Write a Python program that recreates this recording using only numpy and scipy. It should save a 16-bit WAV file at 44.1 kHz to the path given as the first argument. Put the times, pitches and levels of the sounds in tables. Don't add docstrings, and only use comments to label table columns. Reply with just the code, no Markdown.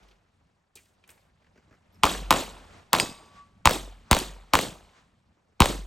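import sys
import numpy as np
from scipy import signal
from scipy.fft import rfft, irfft, next_fast_len
from scipy.io import wavfile
from scipy.ndimage import uniform_filter1d, map_coordinates

SR = 44100
rng = np.random.default_rng(int(sys.argv[2]) if len(sys.argv) > 2 else 0)


def gain_from_db(level_db):
    decades = np.asarray(level_db, float) / 20
    return 10 ** decades


def to_wav(sig):
    pcm = np.clip(np.atleast_2d(sig), -1, 1) * 32767
    pcm = np.round(pcm).astype(np.int16)
    wavfile.write(sys.argv[1], SR, pcm.T)


N = 258822

# start_s, wind_db, rustle_db
WIND_AND_RUSTLE = [(0, -64, -61.5), (.1, -75, -63.5), (.2, -73, -72), (.44, -69, -73), (.69, -76.5, -76.5),
                   (.76, -69, -75.5), (1.06, -71, -69), (1.1, -68, -65), (1.35, -70, -72), (1.75, -66, -69),
                   (1.82, -68, -71), (1.97, -56.5, -65), (2.8, -59.5, -56.5), (2.86, -64, -64),
                   (3.5, -64.5, -71.5), (3.62, -58.5, -70.5), (5.0, -67, -73.5), (5.55, -72, -73.5)]
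# pitch_hz, level_db (per Hz)
WIND_COLOUR = [(12, -41.5), (20, -22.5), (47, -2), (86, 2.5), (124, -5), (200, -3.5), (300, -15.5),
               (390, -40), (660, -120)]
# pitch_hz, level_db (per Hz)
RUSTLE_COLOUR = [(200, -10), (350, -6), (700, -5.5), (1200, -8.5), (3600, -18.5), (9000, -25),
                 (11500, -29.5), (13000, -41.5), (16000, -59.5)]

# (above 7 kHz, over peak)
GEAR = [(0.029, -50, 3000, -18), (0.084, -50, 3500, -18), (0.111, -48, 2800, -23),
        (0.754, -33, 7600, -11.5), (.757, -40, 3560, -13), (.771, -41, 2440, -15), (.789, -47, 2150, -15),
        (0.855, -55.5, 4380, -15), (1.038, -49, 2380, -37), (1.076, -52, 2480, 1.5), (1.09, -38, 2260, -10),
        (1.102, -50, 1330, 7.5), (1.177, -52.5, 1900, -32), (1.42, -56, 1930, -34), (1.443, -54, 1930, -32),
        (1.465, -54, 1900, -30), (1.944, -67, 1570, 3)]
GEAR_THUMP_DB, GEAR_T60_S = -17.5, 0.052
# (below 700 Hz, over peak)
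STEPS = [(0.191, -65, -10), (.469, -65, -6), (1.289, -61, -9), (1.556, -53.5, -1.5), (1.574, -49, -5),
         (1.624, -59.5, -5), (1.673, -70, 13.5), (1.709, -49, -4.5), (1.725, -50, -9.5),
         (1.738, -50.5, -12), (1.957, -65.5, 3.5), (5.369, -66.5, 4.5), (5.519, -70, 3)]
STEP_HZ, STEP_FIZZ_DB, STEP_T60_S = 1500, -29, .075
# start_s, pitch_hz, level_db, t60_s
CLINKS = [
    (1.039, 2400, -52, .03),
    (1.039, 3100, -55, .025),
    (.772, 2400, -52, .06),
    (1.945, 5500, -60, .02),
    (1.957, 5200, -60, .025),
    (1.925, 11800, -70, .25),
]

# start_s, strength_db, aim (0 right, 1 left), push_db (below 140 Hz), boom_db
SHOTS = [
    (2.0339, -1, 0.11, -29, -33.5),
    (2.3063, -0.2, .2, -32, -48),
    (2.9307, -3, .35, -41.5, -61.5),
    (3.6553, -0.33, 1.02, -20, -38.5),
    (4.1115, -1, .86, -17.5, -40),
    (4.5349, -0.35, .8, -27.5, -53.5),
    (5.6032, 0.5, 1.15, -14.5, -32.5),
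]
# delay_s, delay_change_s (at full aim), best_aim, loss_db (per squared aim off it)
PATHS = [
    (0, 0, .5, 3.1),
    (.0062, .0002, 0.39, 15.5),
    (0.0189, -.0018, 0.92, 6),
    (0.0299, .0075, .5, 3.4),
    (.0545, -.0006, .9, 22),
    (0.0766, .0001, .83, 293.5),
]
# crack_db, then level_db near 2.2 kHz, 1 kHz, 500 Hz and 250 Hz
PATH_COLOURS = [(-4.5, -15.5, -9.5, -23, -16), (-15, -20.5, -10.5, -27.5, -21.5),
                (-12.5, -17.5, -11.5, -29, -31.5), (-19, -31, -31, -27.5, -32),
                (-16, -24, -27, -20.5, -24.5), (-17, -43, -41.5, -41.5, -37)]
# pitch_hz, width_hz, level_db
CRACK_BANDS = [(3700, 1100, 3.5), (7300, 2200, 4), (12000, 8000, 1)]
# pitch_hz, width_hz, level_db
BLAST_BANDS = [(2450, 2200, 32.5), (1000, 500, 37.5), (560, 410, 41.5), (220, 260, 41.5)]
RAGGED_DB, RAGGED_S = 2.26, 0.00022

# after_s, pitch_hz, level_db
BANK_THUMPS = [
    (.034, 523, -31.5),
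    (.098, 326, -27),
    (.112, 600, -35.5),
    (.178, 169, -34),
    (.272, 693.8, -52),
]
# pitch_hz, level_db
SCATTER_COLOUR = [(40, -30), (90, -9.5), (400, -1.5), (1100, 3), (1600, 0), (3600, 6), (5400, 2), (8300, 7),
                  (12000, 3.5), (16000, -8.5)]
# peak_s (after the shot), rise_s (60 dB), t60_s, colour as (pitch_hz, level_db) points
SMEAR = (-0.0049, 0.009, .03, [(200, -24), (500, -15), (900, -24), (4000, -42), (12000, -78.5)])
NEAR = (0.0022, .012, .33, [(200, -2), (900, -7.5), (4000, -20.5), (12000, -32)])
BANK = (0.089, .7, 0.32, [(200, -7.5), (900, -23.5), (2000, -30), (4000, -27), (12000, -33)])
WOODS = (.02, .03, 1, [(200, -21.5), (900, -26.5), (4000, -39.5), (12000, -51.5)])
WOODS_AIM_DB = -7
LEAD_S = .02
BOOM_S, BOOM_AIM_S = 0.2, -0.053
# pitch_hz, level_db (per Hz)
FAR_COLOUR = [(200, -18.5), (600, 0.5), (1200, 5), (3500, -5.5), (8000, -11.5), (12000, -30.5)]
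FAR_DB, FAR_AIM_DB = -62, -5

PLATE_S = 2.9992
PLATE_HZ = [1141, 2589, 4377, 4898, 5496, 6650, 6770, 7149, 8290, 8366, 8746]
# level_db, t60_s, lasting_db
PLATE_RINGS = [(-48.5, 1.3, -80), (-43, .25, -57), (-44, .15, -62), (-28, .1, -49), (-44, .2, -62),
               (-42, .15, -60), (-40, .15, -58), (-44, .16, -60), (-30, .08, -53), (-31, .07, -56),
               (-31, .07, -56)]
PLATE_ECHO_S, PLATE_ECHO_DB = .09, -15
FACE_S, FACE_WIDTH_S, FACE_DB, EDGE_DB = 0.406, 0.038, 20.5, -.5
ROCK_DB = -1

# pitch_hz, width_hz
PORT_NOTCHES = [(10200, 1500), (14000, 1900)]
# pitch_hz, level_db
ACROSS = [(50, -20), (250, -16), (1000, -15), (2500, -12), (4500, -11), (6500, -30), (9000, -7),
          (16000, -6)]


def unit(x):
    return x / np.sqrt(np.mean(x ** 2) + 1e-20)


def along(points, hz):
    f, v = np.transpose(points)
    return np.interp(np.log(hz + 1), np.log(f + 1), v)


def filtered(x, response):
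    m = next_fast_len(x.shape[-1] + 8192)
    spectrum = rfft(x, m) * response(np.fft.rfftfreq(m, 1 / SR))
    return irfft(spectrum, m)[..., :x.shape[-1]]


def mode(f, hz, width):
    return 1j * f * width / (hz * hz - f * f + 1j * f * width)


def bump(t, centre, width):
    return np.exp(-.5 * ((t - centre) / width) ** 2)


def wobble(t, rate):
    return map_coordinates(rng.standard_normal(int(len(t) * rate / SR) + 4), [t * rate])


def train(times, db):
    return np.bincount(np.round(np.asarray(times) * SR).astype(int), gain_from_db(db), N + SR)[:N]


def add(out, s, x):
    part = out[..., round(s * SR):][..., :x.shape[-1]]
    part += x[..., :part.shape[-1]]


def pair(size, spectrum, wide_db):
    a, b = filtered(rng.standard_normal((2, size)), lambda f: gain_from_db(along(spectrum, f)))
    return unit(np.array([a + gain_from_db(wide_db) * b, a - gain_from_db(wide_db) * b]))


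def patches(shape, depth_db, bins, frames):
    field = uniform_filter1d(rng.standard_normal(shape), bins, 0)
    return gain_from_db(depth_db * unit(uniform_filter1d(field, frames, 1)))


def air():
    s, wind_db, rustle_db = np.transpose(WIND_AND_RUSTLE)
    t = np.arange(N) / SR
    lumps_db = 2.1 * wobble(t, 14)
    wind = gain_from_db(np.interp(t, s, wind_db) + lumps_db) * pair(N, WIND_COLOUR, wide_db=-21.5)
    z = signal.stft(pair(N, RUSTLE_COLOUR, wide_db=-4.0), nperseg=256)[2]
    z = z * patches(z.shape[1:], depth_db=2.0, bins=12, frames=5)
    rustle = signal.istft(z, nperseg=256)[1][:, :N]
    return wind + gain_from_db(np.interp(t, s, rustle_db)) * rustle


def earlier_boom():
    t = np.arange(N) / SR
    return gain_from_db(-59.5) * bump(t, .05, 0.081) * np.sin(2 * np.pi * 48 * t)


def contact(db, hz, t60, fizz_db, thump_db):
    t = np.arange(SR // 5) / SR
    grit = pair(len(t), [(20, 0)], wide_db=-17.0) * gain_from_db(1.7 * wobble(t, 570))

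    def layer(gain_db, response):
        return gain_from_db(gain_db) * unit(filtered(grit, response))

    body = layer(db - 11, lambda f: mode(f, hz, .9 * hz) ** 2 + .15 * mode(f, 4000, 4000) ** 2)
    fizz = layer(db + fizz_db - 4, lambda f: mode(f, 9500, 8000) ** 2)
    thump = layer(db + thump_db - 4.0, lambda f: mode(f, 290, 500) ** 2)
    rise = 1 - np.exp(-t / 0.00058)
    fall = gain_from_db(-60 * t / t60) + gain_from_db(-17.5 - 60 * t / 0.52)
    return rise * (body + fizz + thump) * fall


def magazine_and_belt():
    out = np.zeros((2, N))
    for s, db, hz, fizz_db in GEAR:
        add(out, s, contact(db, hz, GEAR_T60_S, fizz_db, GEAR_THUMP_DB))
    return out


def gravel_steps():
    out = np.zeros((2, N))
    for s, db, thump_db in STEPS:
        add(out, s, contact(db, STEP_HZ, STEP_T60_S, STEP_FIZZ_DB, thump_db))
    return out


def clinks():
    out, t = np.zeros(N), np.arange(SR // 5) / SR
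    for s, hz, db, t60 in CLINKS:
        add(out, s, gain_from_db(db - 60 * t / t60) * np.sin(2 * np.pi * hz * t))
    return out


def blasts():
    shot_s, shot_db, aim = np.transpose(SHOTS)[:3, :, None]
    delay, shift, best, loss_db = np.transpose(PATHS)
    chance = rng.standard_normal((len(SHOTS), len(PATHS), len(BLAST_BANDS) + 2))
    ragged_s = RAGGED_S * chance[..., -1] * (delay > 0)
    s = (shot_s + delay + shift * aim + ragged_s).ravel() + 0.00065
    path_db = shot_db - loss_db * (aim - best) ** 2
    levels = path_db[..., None] + np.array(PATH_COLOURS) + RAGGED_DB * chance[..., :-1]
    crack_db, *band_db = levels.reshape(len(s), -1).T

    bounce_s = np.abs(.00078 + .00015 * chance[..., -1].ravel())
    crack = train(s, crack_db) + train(s + bounce_s, crack_db + 6.5)
    t = np.arange(SR // 100) / SR
    for when, db in zip(s, crack_db):
        add(crack, when, gain_from_db(db + 2.0 - 60 * t / 0.0062) * rng.standard_normal(len(t)))

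    def crack_response(f):
        return sum((-1) ** k * gain_from_db(db) * mode(f, hz, width) for k, (hz, width, db) in enumerate(CRACK_BANDS))

    out = filtered(crack, crack_response)
    uneven_s = .0003 * rng.standard_normal((len(BLAST_BANDS), len(s)))
    for (hz, width, db), level_db, slip in zip(BLAST_BANDS, band_db, uneven_s):
        out += filtered(train(s + slip, level_db + db), lambda f: mode(f, hz, width) ** 2)
    return out


def muzzle_push():
    shots = np.transpose(SHOTS)
    s, push_db = shots[0] + .0005, shots[3]
    pushes = train(s, push_db + 53.5) + train(s + .014, push_db + 43)
    return filtered(pushes, lambda f: mode(f, 57, 150) ** 2)


def scatter_gain(hz, after, aim):
    power = 0
    woods_db = WOODS_AIM_DB * (aim - .6)
    for (peak, rise, t60, colour), db in zip((SMEAR, NEAR, BANK, WOODS), (0, 0, 0, woods_db)):
        shape_db = -60 * np.maximum((peak - after) / rise, (after - peak) / t60)
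        allowed = (after > 0) | (peak < 0)
        power = power + gain_from_db(along(colour, hz)[:, None] + shape_db + db) ** 2 * allowed
    return np.sqrt(power)


def scattered_returns():
    out = np.zeros((2, N))
    for s, shot_db, aim, _, _ in SHOTS:
        noise = pair(int(.7 * SR), SCATTER_COLOUR, wide_db=-11.0)
        hz, when, z = signal.stft(noise, SR, nperseg=256)
        gain = scatter_gain(hz, when - LEAD_S, aim) * gain_from_db(.4 * shot_db - 3)
        fronts = patches(gain.shape, depth_db=3.0, bins=6, frames=2)
        add(out, s - LEAD_S, signal.istft(z * fronts * gain, SR, nperseg=256)[1])
    return out


def bank_thumps():
    out, s = np.zeros(N), np.transpose(SHOTS)[0]
    for after, hz, db in BANK_THUMPS:
        chance = rng.standard_normal(len(s))
        thumps = train(s + after + .003 * chance, db + 41 + 2 * chance)
        out += filtered(thumps, lambda f: mode(f, hz, 0.47 * hz) ** 2)
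    return out


def booms():
    out, t = np.zeros(N), np.arange(int(.7 * SR)) / SR
    for s, _, aim, _, boom_db in SHOTS:
        swell = bump(t, BOOM_S + BOOM_AIM_S * aim, 0.1) + .03 * bump(t, .33, .07)
        tone = np.sin(2 * np.pi * (52 * t - 12 * t * t) + 6 * rng.random())
        add(out, s, gain_from_db(boom_db) * swell * tone)
    return out


def far_slope():
    out, t = np.zeros((2, N)), np.arange(int(.7 * SR)) / SR
    late = 1.2 * bump(t, .44, 0.026) + 0.87 * bump(t, .45, .07)
    for s, _, aim, _, _ in SHOTS:
        add(out, s, gain_from_db(FAR_DB + FAR_AIM_DB * aim) * late * pair(len(t), FAR_COLOUR, wide_db=-4.5))
    return out


def plate():
    out, t = np.zeros(N), np.arange(int(.7 * SR)) / SR
    facing = bump(t, FACE_S, FACE_WIDTH_S)
    for k, (hz, (db, t60, lasting_db)) in enumerate(zip(PLATE_HZ, PLATE_RINGS)):
        rock = wobble(t, 55) * (.8 if k else .15)
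        turn_db = EDGE_DB * facing + 3.0 if k else FACE_DB * facing - 2.0
        fall = gain_from_db(db + 2.3 - 60 * t / t60) + gain_from_db(lasting_db - 2.0 - 60 * t / 0.72)
        ring = fall * gain_from_db(turn_db + ROCK_DB * rock) * np.sin(2 * np.pi * hz * t + 0.7 * rock)
        add(out, PLATE_S, ring)
        echo_gain = gain_from_db(PLATE_ECHO_DB - 60 * t / 1.2) * (1 - np.exp(-t / 0.014))
        add(out, PLATE_S + PLATE_ECHO_S, echo_gain * ring)
    splash = filtered(rng.standard_normal(len(t)), lambda f: mode(f, 7000, 13000))
    add(out, PLATE_S, gain_from_db(-23.5 - 60 * t / 0.045) * splash)

    def knock(f):
        high = gain_from_db(-9.5) * mode(f, 8400, 2000) ** 2
        low = gain_from_db(-12.5) * mode(f, 900, 1200) ** 2
        return mode(f, 2400, 1800) ** 2 + high + low

    return out + filtered(train([PLATE_S], [18]), knock)


def scene():
    a_little_left = gain_from_db([[.4], [-.4]])
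    before = air() + earlier_boom() + magazine_and_belt() + gravel_steps() + clinks()
    direct = (blasts() + muzzle_push() + plate()) * a_little_left
    return before + direct + scattered_returns() + bank_thumps() + booms() + far_slope()


def camera_limit(x):
    top, knee, top_hz = .9, 5, 15900
    rounded = x / (1 + np.abs(x / top) ** knee) ** (1 / knee)
    return filtered(rounded, lambda f: 1 / (1 + (f / top_hz) ** 80))


def band_limit(x):
    return signal.sosfilt(signal.butter(12, 17120, fs=SR, output="sos"), x)


def record(dry):
    late = filtered(dry, lambda f: np.exp(-2j * np.pi * 1.06 * np.log((f + 25) / 16000)))
    mid, side = (late[0] + late[1]) / 2, (late[0] - late[1]) / 2
    side = filtered(side, lambda f: np.abs(1 - .9 * mode(f, 6500, 5000)))
    side = side + filtered(mid, lambda f: 1j * gain_from_db(along(ACROSS, f)))

    def notches(f):
        return np.prod([np.abs(1 - mode(f, hz, width)) ** 2.2 for hz, width in PORT_NOTCHES], axis=0)

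    mid = filtered(mid, notches)
    mix = camera_limit(np.array([mid + side, mid - side]))
    return band_limit(mix)


dry = scene()
out = record(dry)
to_wav(out)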